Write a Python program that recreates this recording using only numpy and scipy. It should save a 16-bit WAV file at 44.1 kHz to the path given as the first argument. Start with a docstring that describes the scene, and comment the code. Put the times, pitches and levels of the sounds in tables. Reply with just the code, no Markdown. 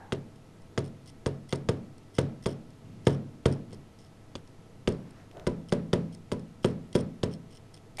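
"""A quiet lecture room: someone writes with a plastic stylus on a wall-sized touchscreen.
Each touch is a sharp tick of the tip, then, a few ms later as the tip bottoms out, a clack and the hollow
knock of the glass panel. The loose tip rattles as it lands and slides, and at the very end it skids hard.
The writer steps along to the right with a shuffle and a rustle of the jacket. A faint squeak fades at the
start, a short breathy rush with a few dry clicks passes later, and ventilation hums behind it all."""
import sys
import numpy as np
from scipy import signal
from scipy.fft import rfft, irfft
from scipy.io import wavfile

SR = 44100
rng = np.random.default_rng(int(sys.argv[2]) if len(sys.argv) > 2 else 0)


def output_pcm(signal):
    """Save a mono or channel-first signal as 16-bit PCM at the path in sys.argv[1].

    Samples are clipped to [-1, 1] before scaling.
    """
    pcm = np.clip(np.atleast_2d(signal).T, -1, 1) * 32767
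    wavfile.write(sys.argv[1], SR, np.round(pcm).astype(np.int16))


N = 352800
TIME = np.arange(N) / SR
USUAL_KNOCK_DB = -12

# the tip sliding on the glass: (start [s], end [s], level [dB])
STROKES = [(0.837, .884, -56.5), (1.058, 1.104, -57), (1.485, 1.561, -57), (2.14, 2.221, -55),
           (2.422, 2.532, -56.5), (3.05, 3.151, -57), (3.516, 3.54, -53.5), (3.708, 3.754, -56.5),
           (3.986, 4.074, -64), (5.685, 5.718, -54.5), (6.119, 6.156, -60), (6.624, 6.714, -59),
           (6.926, 7.007, -53.5), (7.312, 7.354, -57.5), (7.505, 7.581, -57), (7.737, 7.776, -55.5)]
# ring of the loose tip: (frequency [Hz], t60 [s], level [dB])
TIP_MODES = [(2034, 0.04, -11), (3296, 0.035, -11), (4260, 0.048, -20), (5300, 0.017, -0.5),
             (5440, 0.016, -13), (8560, 0.0084, -1.5), (9090, 0.016, -3), (9650, 0.0085, -18)]
# colour of a small, hard tick: (frequency [Hz], level [dB])
TICK_COLOUR = [(300, 15), (550, 8), (1200, -7), (3500, 3), (4400, -14.5), (7000, -6), (10000, -29),
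               (15000, -55)]


def panel_knocks(times, db, place):
    """The glass flexes once; waves return from the frame and ring in modes set by the place struck."""
    # the first broad flexing under the pen: (frequency [Hz], t60 [s], level [dB])
    flex_modes = [(155, 0.037, -2), (470, 0.018, -0.5)]
    # ring of the glass: (frequency [Hz], t60 [s], level struck left [dB], level struck right [dB])
    glass_modes = [(105.1, 1, -34, -30.5), (139.3, 0.46, -15.5, -24), (167.85, 0.6, -39, -19),
                   (191.2, 0.26, -58, -21), (222.5, 0.73, -42, -23), (243, 0.14, -36, -21.5),
                   (290.6, 0.44, -28.5, -46), (356.5, 0.1, -15, -11), (422, 0.16, -17, -16),
                   (447, 0.056, -13.5, -21.5), (485.6, 0.24, -26.5, -19), (520, 0.036, -24, -37),
                   (575, 0.23, -39, -21.5), (640.5, 0.33, -35, -35), (931, 0.086, -25.5, -29),
                   (985, 0.13, -38, -27.5), (1194, 0.037, -23.5, -52)]
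    # colour of the many weaker modes, blurred into a thud: (frequency [Hz], level [dB])
    thud_colour = [(25, -9), (60, -8), (90, 15), (130, -3), (230, -28), (310, 0.5), (400, 3), (520, -2),
                   (660, -6), (780, -17.5), (980, -22), (1500, -23), (3000, -55), (12000, -63)]
    blows = clicks(times, from_db(db))
    flex = sum((-1) ** k * from_db(level) * ring(blows, hz, t60)
               for k, (hz, t60, level) in enumerate(flex_modes))
    # a panel radiates its slowest motion poorly
    flex = signal.sosfilt(signal.butter(1, 85, "high", fs=SR, output="sos"), flex)
    returns = times + .00434  # back from the frame
    spread_db = 2 * rng.standard_normal((len(times), len(glass_modes)))
    ringing = 0
    for k, (hz, t60, left_db, right_db) in enumerate(glass_modes):
        strength = from_db(db + left_db + (right_db - left_db) * place + spread_db[:, k] - 1)
        ringing += (-1) ** k * ring(clicks(returns, strength), hz, t60)
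    thud = swell(clicks(returns, from_db(db)), t60=.1, build_s=.018) * noise(thud_colour)
    return flex + ringing + from_db(-14.5) * thud


def tip_ticks(times, db):
    """Plastic meets glass: a short crack, the ring of the barrel and the crack's echo in the room."""
    # ring of the pen barrel: (frequency [Hz], t60 [s], level [dB])
    barrel_modes = [(1150, 0.0079, 12), (1310, 0.036, -3.5), (1583, 0.019, 1.5), (2081, 0.017, 2.5),
                    (3000, 0.002, 3), (2880, 0.011, 2.5), (3240, 0.0049, 10), (3524, 0.019, 0.5),
                    (4730, 0.018, 3), (6460, 0.0068, 0.5)]
    # the tick as the room returns it: (frequency [Hz], level [dB])
    echo_colour = [(300, 19.5), (550, -8), (1200, 6), (3500, -3.5), (4400, -6), (7000, -15), (10000, -35),
                   (15000, -55)]
    blows = clicks(times, from_db(db))
    crack = from_db(1.5) * swell(blows, t60=.035, build_s=.0053) * noise(TICK_COLOUR)
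    early = from_db(-14.5) * swell(blows, t60=.15, build_s=.02)
    late = from_db(-22) * swell(blows, t60=.27, build_s=.04)
    return crack + (early + late) * noise(echo_colour) + pen_ring(times, db - 10, barrel_modes)


def tip_travel_s(knock_db, usual_s=.0038, longest_s=.0047, halving_db=9):
    """Time from first touch to bottoming out: a faster pen knocks harder and gets there sooner."""
    return np.minimum(usual_s * 2 ** ((USUAL_KNOCK_DB - knock_db) / halving_db), longest_s)


def tip_clacks(times, knock_db, growth=1.86):
    """The tip bottoms out; harder blows make shorter contact, so the clack grows faster than the knock."""
    # colour of the clack: (frequency [Hz], level [dB])
    colour = [(500, -17), (800, -4), (1000, 2), (1700, 6), (2300, -8), (3200, 0.5), (4500, -14),
              (8000, -19), (11000, -29), (15000, -50)]
    blows = clicks(times, from_db(growth * knock_db - 14))
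    hit = swell(blows, t60=.026, build_s=.0032)
    tail = from_db(-21) * swell(blows, t60=.19, build_s=.028)
    return (hit + tail) * noise(colour)


def tip_rattles(landing, knock_db):
    """The loose tip knocks in its barrel, thin and bright, with a little room behind it."""
    # single clicks as the pen lifts or turns: (time [s], level [dB])
    flicks = [(0.3591, -52), (0.62, -53), (1.075, -42.5), (1.493, -39), (1.5576, -35), (1.9809, -46),
              (2.705, -52), (3.5253, -36), (4.4754, -50.5), (4.9227, -39), (5.108, -47), (6.1482, -39),
              (6.3949, -47), (7.008, -35), (7.3372, -38.5), (7.7427, -39), (7.9713, -34)]
    hits = jolts(landing, knock_db) + [(s, db - 6) for s, db in flicks] + shakes()
    times, db = np.transpose(hits)
    blows = clicks(times, from_db(db))
    envelope = from_db(-6) * dying(blows, t60=.019) + from_db(-27.5) * dying(blows, t60=.044)
    # colour of the rattle: (frequency [Hz], level [dB])
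    colour = [(1500, -5.5), (3200, -10), (4200, 11.5), (5400, 5), (7300, 1.5), (9200, 4.5), (10300, -5),
              (15000, -29)]
    return envelope * noise(colour) + pen_ring(times, db - 3, TIP_MODES)


def jolts(landing, knock_db, delay_s=.0004, rebound_s=.0065, rebound_loss_db=4.5):
    """Each landing throws the loose tip at its barrel, with one rebound: (time [s], level [dB])."""
    times = landing + delay_s
    db = -35 + .71 * (knock_db - USUAL_KNOCK_DB)
    rebounds = times + rebound_s * rng.uniform(.5, 1.5, len(times))
    return [*zip(times, db), *zip(rebounds, db - rebound_loss_db)]


def shakes(count=16, gap_s=.011, over_rub_db=2, spread_db=2):
    """Sliding shakes the loose tip at uneven intervals: (time [s], level [dB])."""
    hits = []
    for start, end, db in STROKES:
        times = start + gap_s * (np.arange(count) + rng.random(count))
        levels = db + over_rub_db + spread_db * rng.standard_normal(count)
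        hits += [(s, level) for s, level in zip(times, levels) if s < end]
    return hits


def pen_ring(times, db, modes):
    """Each contact strikes every mode with a strength and sign of its own."""
    chance = rng.standard_normal((len(times), 2, len(modes)))
    strength = np.sign(chance[:, 0]) * from_db(2.6 * chance[:, 1])
    return sum(ring(clicks(times, strength[:, k] * from_db(db + level)), hz, t60)
               for k, (hz, t60, level) in enumerate(modes))


def tip_rubbing(slips_per_s=400):
    """The sliding tip catches and slips at random, many times a stroke, and each slip rings it."""
    # colour of plastic rubbing on glass: (frequency [Hz], level [dB])
    colour = [(1500, -30), (3200, 19), (4000, -3), (5400, 16), (7000, -1), (9200, -1), (10200, -64),
              (14000, -40)]
    pressure = sum(from_db(db) * ((TIME > start) & (TIME < end)) for start, end, db in STROKES)
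    slips = pressure * (rng.random(N) < slips_per_s / SR) * rng.standard_normal(N)
    ringing = sum(ring(slips, hz, t60) * from_db(level) for hz, t60, level in TIP_MODES)
    return from_db(-2.5) * dying(slips, t60=.019) * noise(colour) + from_db(-8.5) * ringing


def tip_skid(slips_per_s=1500):
    """Pressed hard, the tip chatters over the glass in fast, uneven slips."""
    # force of the skid: (time [s], relative level [dB])
    push = [(7.982, -90), (7.984, -33), (7.988, -35), (8.0, -32)]
    # colour of the scrape: (frequency [Hz], level [dB])
    colour = [(400, -11), (790, 16), (1300, -40), (2250, 10), (2700, 0), (3800, -7), (5300, -18),
              (7000, -8), (9200, -7), (14500, -27)]
    force = from_db(np.interp(TIME, *np.transpose(push), left=-200))
    slips = (rng.random(N) < slips_per_s / SR) * rng.standard_normal(N)
    return force * rms_one(dying(slips, t60=.0078) * noise(colour))


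def wall_echoes(pen, knocks):
    """A near wall slaps back the pen's sounds, the far wall the bass of the knocks."""
    bass = signal.sosfilt(signal.butter(2, 285, fs=SR, output="sos"), knocks)
    return from_db(-22.5) * delayed(pen, delay_s=.026) + from_db(-13.5) * delayed(bass, delay_s=.0415)


def room_tail(times, db, place, zones=5, build_s=.0096):
    """Each zone of the panel has its own path through the room; the bass lasts longest."""
    # colour of the reverb: (frequency [Hz], level [dB])
    colour = [(25, -13), (60, -21), (90, -3), (135, 2.5), (240, 2), (320, -4.5), (500, -4.5), (750, -16),
              (1000, -20), (2000, -28.5), (3300, -36), (6000, -41), (9000, -39.5), (15000, -72)]
    # decay of the room: (frequency [Hz], t60 [s])
    decay = [(40, 1), (130, 0.54), (250, 0.65), (500, 0.46), (1500, 0.39), (5000, 0.43), (12000, 0.057)]
    octave = np.round(np.log2(np.clip(np.fft.rfftfreq(SR, 1 / SR), 64, 8192)))
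    age, hiss, out = TIME[:SR], noise(colour), 0
    build_up = 1 - np.exp(-age / build_s)
    for zone in range(zones):
        share = np.maximum(1 - np.abs(place * (zones - 1) - zone), 0)
        blows = clicks(times, from_db(db) * np.sqrt(share))
        spectrum = rfft(hiss[zone * SR:(zone + 1) * SR])
        tail = sum(irfft(spectrum * (octave == k), SR) * from_db(-60 * age / at_hz(decay, 2 ** k))
                   for k in np.unique(octave))
        out += signal.fftconvolve(blows, tail * build_up)[:N]
    return out


def foot_shuffle():
    """Shoes press on the floor: a dull, soft rumble."""
    # the writer shifts from foot to foot: (time [s], level [dB])
    weight = [(2.82, -87), (2.845, -50), (2.93, -46.5), (3.05, -49.5), (3.2, -71), (3.68, -58), (3.74, -49),
              (3.85, -61), (3.95, -85)]
    # colour of the footfall: (frequency [Hz], level [dB])
    colour = [(30, -35), (90, -5), (150, 3), (240, -1.5), (400, -17), (800, -43), (2500, -34), (8000, -50),
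              (13000, -75)]
    return fader(weight) * noise(colour)


def breathy_rush():
    """A faint, short, breathy rush of noise with a few faint dry clicks."""
    # rise and fall of the rush: (time [s], level [dB])
    rush = [(5.30, -70), (5.345, -53), (5.375, -44.5), (5.42, -49), (5.46, -58), (5.52, -72)]
    # colour of the rush: (frequency [Hz], level [dB])
    colour = [(100, -1.5), (240, -7), (350, 0), (520, -4), (680, 1), (800, -10), (1500, -16), (3000, -35),
              (10000, -49)]
    # faint dry clicks: (time [s], level [dB])
    dry_clicks = [(5.3138, -42), (5.371, -42), (5.3975, -37)]
    times, db = np.transpose(dry_clicks)
    click_envelope = dying(clicks(times, from_db(db)), t60=.0058)
    return fader(rush) * noise(colour) + click_envelope * noise(TICK_COLOUR)


def jacket_rustle():
    """Cloth slides over cloth as the writer steps."""
    # rise and fall of the rustle: (time [s], level [dB])
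    movement = [(4.98, -66), (5.1, -65), (5.2, -59), (5.28, -71)]
    # colour of the cloth: (frequency [Hz], level [dB])
    colour = [(200, -4), (700, 1), (1100, -1), (1800, -1.5), (2800, -11), (6000, -18), (12000, -36)]
    return fader(movement) * noise(colour)


def faint_squeak(t60=.72):
    """Two narrow resonances die away in the room."""
    # bands of the squeak: (frequency [Hz], width [Hz], starting rms level [dB])
    resonances = [(830, 120, -50), (1610, 120, -57)]
    bands = sum(from_db(db) * rms_one(ring(rng.standard_normal(N), hz, np.log(1000) / (np.pi * width)))
                for hz, width, db in resonances)
    return bands * from_db(-60 * TIME / t60)


def ventilation(air_db=-52, air_top_hz=12000):
    """A bed of soft air noise with a few wavering fan tones."""
    # colour of the moving air: (frequency [Hz], level [dB])
    colour = [(20, -0.5), (45, -15), (65, -8.5), (105, -8.5), (140, -1), (200, -8), (290, -9.5), (380, -14),
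              (450, -11), (560, -19.5), (800, -20), (1340, -28), (1800, -29.5), (5000, -35.5), (12000, -43)]
    # fan tones: (frequency [Hz], rms level [dB])
    hum = [(102, -58), (651, -71.5), (1303, -76), (1954, -82.5), (10400, -94)]
    air = signal.sosfilt(signal.cheby1(10, .5, air_top_hz, fs=SR, output="sos"), noise(colour))
    phase_drift = 3.61 * np.cumsum(rng.standard_normal((len(hum), N)), axis=1) / np.sqrt(SR)
    tones = sum(from_db(db) * np.sqrt(2) * np.sin(2 * np.pi * hz * TIME + drift)
                for (hz, db), drift in zip(hum, phase_drift))
    return from_db(air_db) * air + tones


def from_db(db):
    """Decibels to gain."""
    return 10 ** (np.asarray(db) / 20)


def rms_one(x):
    """Scale to unit rms."""
    return x / np.sqrt(np.mean(x ** 2) + 1e-20)


def at_hz(points, hz):
    """Read a table on a log-frequency axis."""
    f, value = np.transpose(points)
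    return np.interp(np.log(hz), np.log(f), value)


def fader(points):
    """Gain riding through (time [s], level [dB]) points, silent outside them."""
    return from_db(np.interp(TIME, *np.transpose(points), left=-200, right=-200))


def clicks(times, heights):
    """A train of single-sample pulses."""
    out = np.zeros(N)
    np.add.at(out, np.clip(np.round(times * SR).astype(int), 0, N - 1), heights)
    return out


def ring(x, hz, t60):
    """A unit click sets a sine of height 1 ringing."""
    r, w = from_db(-60 / (t60 * SR)), 2 * np.pi * hz / SR
    return signal.lfilter([0, np.sin(w)], [1, -2 * r * np.cos(w), r * r], x + 1e-18)


def dying(blows, t60):
    """Envelope of the energy that each blow leaves behind."""
    keep = from_db(-120 / (t60 * SR))
    return np.sqrt(signal.lfilter([1], [1, -keep], blows ** 2 + 1e-24))


def swell(blows, t60, build_s):
    """A dying envelope with a softened attack."""
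    return np.sqrt(np.maximum(dying(blows, t60) ** 2 - dying(blows, min(build_s, t60 / 2)) ** 2, 0))


def noise(colour):
    """Steady noise of a given colour, rms 1."""
    hz = np.maximum(np.fft.rfftfreq(N, 1 / SR), 1)
    return rms_one(irfft(rfft(rng.standard_normal(N)) * from_db(at_hz(colour, hz)), N))


def delayed(x, delay_s):
    """The same sound, arriving later."""
    return np.interp(TIME - delay_s, TIME, x, left=0)


def scene():
    """Pen and panel up front, writer and room behind, in mono."""
    # pen touches: (time [s], tick level [dB], knock level [dB])
    taps = [(0.1227, -27, -16.5), (.777, -26, -14), (1.261, -28.5, -14.5), (1.526, -28, -14),
            (1.688, -25.5, -11), (2.184, -25, -9), (2.4594, -28.5, -13), (3.068, -26, -6),
            (3.4562, -27, -7), (3.726, -53.5, -33.5), (4.3537, -34, -33), (4.8748, -24.5, -11),
            (5.4677, -30, -12.5), (5.7223, -29, -10), (5.931, -24.5, -9), (6.3174, -31.5, -16),
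            (6.645, -27, -9), (6.9515, -28.5, -8.5), (7.2318, -28.5, -12)]
    # the pen's path across the panel: (time [s], place [0 left to 1 right])
    path = [(0, 0.15), (1.6, 0.051), (2.3, 0.19), (3.07, .03), (3.46, 0.31), (4.87, 0.76), (5.45, .96),
            (8, 0.88)]
    touch, tick_db, knock_db = np.transpose(taps)
    landing = touch + tip_travel_s(knock_db)
    place = np.interp(touch, *np.transpose(path))
    knocks = panel_knocks(landing, knock_db, place)
    tail = from_db(-20) * room_tail(landing + .0061, knock_db, place)
    background = foot_shuffle() + breathy_rush() + jacket_rustle() + faint_squeak() + ventilation()
    pen = tip_ticks(touch, tick_db) + tip_clacks(landing, knock_db)
    pen += tip_rubbing() + tip_skid() + tip_rattles(landing, knock_db)
    return (pen + knocks + wall_echoes(pen, knocks) + tail + background)[None]


def record(dry):
    """A steep high cut at 15.3 kHz."""
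    return signal.sosfilt(signal.ellip(10, .2, 80, 15300, fs=SR, output="sos"), dry)


dry = scene()
out = record(dry)
output_pcm(out)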